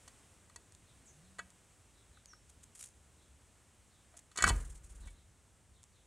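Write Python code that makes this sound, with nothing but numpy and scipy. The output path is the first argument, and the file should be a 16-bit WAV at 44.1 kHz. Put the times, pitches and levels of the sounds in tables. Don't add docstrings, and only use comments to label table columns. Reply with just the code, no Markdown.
import sys
import numpy as np
from scipy import signal
from scipy.fft import rfft, irfft, next_fast_len
from scipy.io import wavfile
from scipy.ndimage import uniform_filter1d

SR = 44100
rng = np.random.default_rng(int(sys.argv[2]) if len(sys.argv) > 2 else 0)


def wav_out(sig):
    wavfile.write(sys.argv[1], SR, np.round(np.clip(np.atleast_2d(sig).T, -1, 1) * 32767).astype(np.int16))


N = 267510
T = np.arange(N) / SR
AGE = T[:SR // 2]

# frequency in Hz, gain in dB.
KERATIN_SPECTRUM = [(220, -24), (520, -7.5), (1500, -7.5), (2600, -10), (4200, -0.5), (5200, -4.5),
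                    (7000, 5.5), (9000, 2.5), (10500, -7), (12500, -20.5), (15500, -39.5)]
# frequency in Hz, gain in dB.
FEATHER_SPECTRUM = [(200, -23), (800, -14.5), (1700, -10.5), (3000, -9.5), (5000, -10), (7000, 2),
                    (9500, 2), (11000, -9), (13000, -19), (15500, -33.5)]
# time in seconds, level in dB.
WING_WASH = [(4.47, -37), (4.53, -21.5), (4.57, -27), (4.66, -38), (4.8, -47), (4.96, -44), (5.06, -39),
             (5.12, -49), (5.2, -50)]


def amp(db):
    return 10 ** (np.asarray(db) / 20)


def curve(rows, column=1):
    rows = np.array(rows)
    return np.interp(T, rows[:, 0], rows[:, column])


def loudest(x, db, size=110):
    return x * amp(db) / np.sqrt(uniform_filter1d(x * x, size).max())


def add(out, s, x):
    start = max(int(s * SR), 0)
    out[start:start + len(x)] += x[:N - start]


def colour(x, points):
    hz, db = np.transpose(points)
    n = 2 * next_fast_len(len(x))
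    bin_hz = np.arange(n // 2 + 1) * SR / n
    gain = amp(np.interp(np.log(bin_hz + 1), np.log(hz), db))
    cepstrum = irfft(np.log(gain))
    cepstrum[1:n // 2] *= 2
    cepstrum[n // 2 + 1:] = 0
    return irfft(rfft(x, n) * np.exp(rfft(cepstrum)))[:len(x)]


def coloured_noise(spectrum):
    noise = colour(rng.standard_normal(N), spectrum)
    return noise / np.std(noise)


def cut(x, hz, kind, order=4):
    return signal.sosfilt(signal.butter(order, hz, kind, fs=SR, output="sos"), x)


def walk(n, rate):
    return np.interp(T[:n] * rate, np.arange(n), rng.standard_normal(n))


def friction(rough_db, rate):
    return rng.standard_normal(len(AGE)) * amp(rough_db * walk(len(AGE), rate))


def swell(centre, width):
    return np.exp(-.5 * ((AGE - centre) / width) ** 2)


def plateau(t, hold, attack, release):
    return np.exp(np.minimum(t, 0) / attack - np.maximum(t - hold, 0) / release)


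def scatter(x, t60, wet_db):
    tail = rng.standard_normal(len(AGE)) * amp(-60 * AGE / t60) * (1 - np.exp(-AGE / .006))
    return x + amp(wet_db) * signal.fftconvolve(x, tail / np.linalg.norm(tail))[:N]


def yard():
    # frequency in Hz, gain in dB.
    mid_spectrum = [(15, -26.5), (28, -11.5), (45, -4.5), (72, 2.5), (100, -3.5), (150, -12), (330, -20.5),
                    (700, -25), (1400, -27.5), (3000, -30.5), (4800, -35), (8300, -26), (10500, -35),
                    (12500, -45.5), (15500, -51)]
    side_spectrum = [(15, -42), (25, -6), (96, 11), (188, -11), (246, -7.5), (495, -12), (598, -16),
                     (970, -20), (1300, -30), (2420, -28.5), (3930, -26.5), (9550, -20.5), (15500, -23)]
    # time in seconds, gain in dB.
    hiss_drift = [(.2, 5.5), (.5, 2.5), (1.1, 3.5), (2.4, 1.7), (3.7, 1.56), (5.3, -0.5), (6.07, -0.5)]
    mid = amp(-62.5) * coloured_noise(mid_spectrum)
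    side = amp(-78) * coloured_noise(side_spectrum)
    lows = cut(cut(mid, 530, "low", order=2)[::-1], 240, "low", order=2)[::-1]
    rumble = lows * amp(-4 + 2.1 * walk(N, 3.5))
    hiss = (mid - lows) * amp(curve(hiss_drift) + .4 * walk(N, 6.3))
    return rumble + hiss + side * np.array([[1], [-1]])


def far_hum():
    # time in seconds, frequency in Hz, level in dB.
    course = [(1.1, 138, -75), (1.18, 156, -61), (1.26, 186, -65), (1.36, 189, -67.5), (1.44, 186, -62),
              (1.55, 181, -83)]
    hz = curve(course) * (1 + 0.03 * walk(N, 40))
    sounding = (T > course[0][0]) & (T < course[-1][0])
    return amp(curve(course, column=2)) * np.sin(2 * np.pi * np.cumsum(hz) / SR) * sounding


def bird_call(length, start_hz, end_hz, rough, bend):
    progress = np.clip(AGE / length, 0, 1)
    glide_hz = end_hz + (start_hz - end_hz) * (1 - progress) ** bend
    hz = glide_hz * (1 + 0.18 * rough * walk(len(AGE), 660))
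    return np.sin(np.pi * progress ** 0.84) * np.sin(2 * np.pi * np.cumsum(hz) / SR)


def far_birds(whistle_pitch_ratio=1.32):
    # start in seconds, length in seconds, level in dB.
    chirps = [(0.862, 0.084, -71), (1.23, 0.081, -74), (1.93, 0.13, -73.5), (2.119, 0.11, -72),
              (3.165, 0.14, -75), (3.885, .18, -75), (4.997, 0.13, -69), (5.11, 0.15, -76),
              (5.727, 0.095, -74), (5.92, .12, -74.5)]
    # start in seconds, length in seconds, end pitch in Hz, level in dB, roughness from 0 to 1.
    whistles = [(1.05, .07, 6500, -60, 0.4), (2.263, .1, 5450, -60, .08)]
    out = np.zeros(N)
    for s, length, db in chirps:
        add(out, s, amp(db) * bird_call(length, start_hz=4290, end_hz=3400, rough=0.52, bend=1.5))
    for s, length, end_hz, db, rough in whistles:
        add(out, s, amp(db) * bird_call(length, whistle_pitch_ratio * end_hz, end_hz, rough, bend=3.5))
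    return out


def fidgets(shake_s=2.827, shake_hz=62, shake_depth_db=3.5, snip_decay_s=0.00094):
    # time in seconds, level in dB.
    flicks = [(2.499, -58.5), (2.637, -53), (2.756, -53.5), (4.174, -51.5), (4.194, -53.5), (5.075, -58.5)]
    snips = [(0.078, -52), (0.7227, -54.5), (.7495, -53), (1.504, -55), (2.258, -49.5), (4.184, -57.5),
             (5.831, -55), (5.839, -52)]
    out, lead = np.zeros(N), 0.2
    for s, db in flicks:
        flick = friction(rough_db=3.5, rate=1000) * swell(lead, width=0.0036)
        add(out, s - lead, loudest(colour(flick, FEATHER_SPECTRUM), db))
    pulsing = amp(shake_depth_db * np.cos(2 * np.pi * shake_hz * (AGE - lead)))
    shake = friction(rough_db=4.5, rate=700) * swell(lead, width=0.034) * pulsing
    add(out, shake_s - lead, loudest(colour(shake, FEATHER_SPECTRUM), db=-44.5))
    for s, db in snips:
        snip = rng.standard_normal(len(AGE)) * np.exp(-AGE / snip_decay_s)
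        add(out, s, loudest(colour(snip, KERATIN_SPECTRUM), db))
    return out


def draught(gust_s=4.445, gust_db=-34, wake_db=-17):
    # frequency in Hz, gain in dB.
    eddy_spectrum = [(25, -12), (60, 10.5), (130, 2.5), (260, -8), (450, -12), (800, -18.5), (1600, -17),
                     (3500, -33.5), (10000, -42)]
    gust = amp(gust_db) * plateau(T - gust_s, hold=0.067, attack=.013, release=0.011)
    wake = amp(curve(WING_WASH) + wake_db) * (T > gust_s) * (T < WING_WASH[-1][0])
    return coloured_noise(eddy_spectrum) * np.hypot(gust, wake)


def wingbeats(fade_db_per_s=23.5):
    # start, end, first period and
    # period growth per beat, all in seconds, then first swish level in dB.
    bouts = [(4.478, 4.78, .041, .0022, -51.5), (4.846, 5.13, .058, -.0027, -59)]
    beat = np.arange(8)
    for start, end, period, growth, db in bouts:
        for s in start + beat * period + beat * (beat - 1) / 2 * growth:
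            if s < end:
                yield s, db - fade_db_per_s * (s - start)


def wings(stroke_width_s=.007, upstroke_lag_s=0.022, push_lag_s=0.006, push_hz=50):
    out, lead = np.zeros(N), 0.05
    for s, db in wingbeats():
        strokes = swell(lead, stroke_width_s) + amp(-5.5) * swell(lead + upstroke_lag_s, stroke_width_s)
        swish = colour(friction(rough_db=1, rate=810) * strokes, FEATHER_SPECTRUM)
        add(out, s - lead, loudest(swish, db))
        wash_db = np.interp(s, *np.transpose(WING_WASH))
        for lag, stroke_db in ((0, 0), (upstroke_lag_s, -10)):
            centre = lead + push_lag_s + lag
            push = np.sin(2 * np.pi * push_hz * (AGE - centre)) * swell(centre, 0.46 / push_hz)
            add(out, s - lead, amp(wash_db + stroke_db) * push)
    return out


def touch_pan(skid, knock, ring_db, scratch_db, spot_hz, split_hz=3100):
    # frequency in Hz, relative level in dB, time to decay by 60 dB in seconds.
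    pan_modes = [(459.3, -23.5, 0.062), (687, -30, .19), (776, -16.5, 0.011), (937, -20, 0.12),
                 (1196, -12, .03), (1230, -31.5, 0.32), (1248, -5.5, 0.028), (1416, -4, 0.014),
                 (1550, -1.5, 0.014), (1676, -20.5, 0.077), (1930, -6, 0.041), (1945, -29.5, .16),
                 (2252, -15.5, 0.094), (2606, -18.5, 0.1), (3035, -10, 0.036), (3407, -13, 0.058),
                 (4333, -4, .022), (4550, -7.5, .04), (5550, -21, 0.068), (5930, -17, 0.02),
                 (6810, -5.5, 0.038), (7670, -7.5, .05), (7800, -16.5, .05), (9220, -11, .05)]
    modes = sum((-1) ** k * amp(db - 60 * AGE / t60) * np.sin(2 * np.pi * hz * AGE)
                for k, (hz, db, t60) in enumerate(pan_modes))
    direct = colour(1. * (AGE == 0), KERATIN_SPECTRUM) / 2
    ring = signal.fftconvolve(skid + knock, modes + amp(27) * direct)[:len(AGE)]
    scratch = signal.fftconvolve(skid, modes + amp(33) * direct)[:len(AGE)]
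    focus_db = max(7 + .4 * (ring_db - scratch_db), 0)
    octaves = np.linspace(-2, 2, 41)
    boost_db = focus_db * np.exp(-.5 * (octaves / 0.21) ** 2)
    ring = colour(ring, np.column_stack([spot_hz * 2 ** octaves, boost_db]))
    lows = loudest(cut(ring, split_hz, "low"), ring_db)
    highs = loudest(cut(scratch, split_hz, "high"), scratch_db)
    return lows + highs


def pan_scrapes():
    # start and length in seconds, ring and scratch levels in dB, favoured frequency in Hz.
    scrapes = [(4.387, 0.038, -35, -45, 1737), (4.444, 0.02, -31.5, -46.5, 1550),
               (4.468, 0.0073, -29.5, -38, 1447), (4.486, .012, -34, -30, 900)]
    out, lead = np.zeros(N), 0.02
    for s, length, ring_db, scratch_db, spot_hz in scrapes:
        envelope = plateau(AGE - lead, length, attack=.0015, release=.0025)
        drag = friction(rough_db=5, rate=900) * envelope
        add(out, s - lead, touch_pan(drag, 0, ring_db, scratch_db, spot_hz))
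    return out


def pan_strikes(knock_over_skid_db=2):
    # start in seconds, ring and scratch levels in dB, skid decay time in seconds,
    # favoured frequency in Hz.
    strikes = [(0.077, -57.5, -52, 0.0033, 800), (0.497, -61, -61, 0.0023, 1160),
               (0.5599, -51.5, -46.5, 0.0018, 1900), (1.384, -50, -56, 0.0043, 1550),
               (1.390, -39, -48.5, 0.0036, 1560), (2.1713, -59, -70, 0.0018, 1350),
               (2.333, -53, -67, 0.0013, 1460), (4.138, -60.5, -93, 0.0063, 646),
               (4.313, -62.5, -61.5, 0.0059, 1400), (4.356, -50.5, -46.5, 0.0074, 1300),
               (4.373, -41.5, -34, 0.0043, 1300), (4.385, -35.5, -38, 0.0041, 1900),
               (4.4229, -30.5, -25, 0.0024, 1900), (4.4388, -16.5, -27.5, .0026, 1578),
               (4.477, -28.5, -30, 0.0019, 1300), (4.502, -32.5, -48, .0018, 780),
               (5.072, -58.5, -67, 0.0063, 2400)]
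    out = np.zeros(N)
    for s, ring_db, scratch_db, decay, spot_hz in strikes:
        rise = .35 * decay
        envelope = (1 - np.exp(-AGE / rise)) ** 2 * np.exp(-AGE / decay)
        skid = friction(rough_db=6.5, rate=1500) * envelope
        impulse = np.arange(len(AGE)) == int(rise * SR)
        knock = amp(knock_over_skid_db) * np.linalg.norm(skid) * impulse
        add(out, s, touch_pan(skid, knock, ring_db, scratch_db, spot_hz))
    return out


def scene():
    # frequency in Hz, relative gain in dB.
    port_difference = [(60, -13), (110, 10.5), (200, 12.5), (380, 12.5), (700, -3), (1300, -14), (4400, -4),
                       (8000, -2), (14000, 16)]
    sparrow = pan_strikes() + pan_scrapes() + wings() + draught() + fidgets()
    near = scatter(sparrow, t60=0.35, wet_db=-22.5)
    far = scatter(far_birds(), t60=0.3, wet_db=-5)
    side = amp(-34) * colour(near, port_difference) * np.array([[1], [-1]])
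    return near + side + far + far_hum() + yard()


def record(dry, bottom_hz=36, top_hz=15700):
    low_pass = signal.ellip(8, .2, 70, top_hz, fs=SR, output="sos")
    return signal.sosfilt(low_pass, cut(dry, bottom_hz, "high", order=1))


dry = scene()
out = record(dry)
wav_out(out)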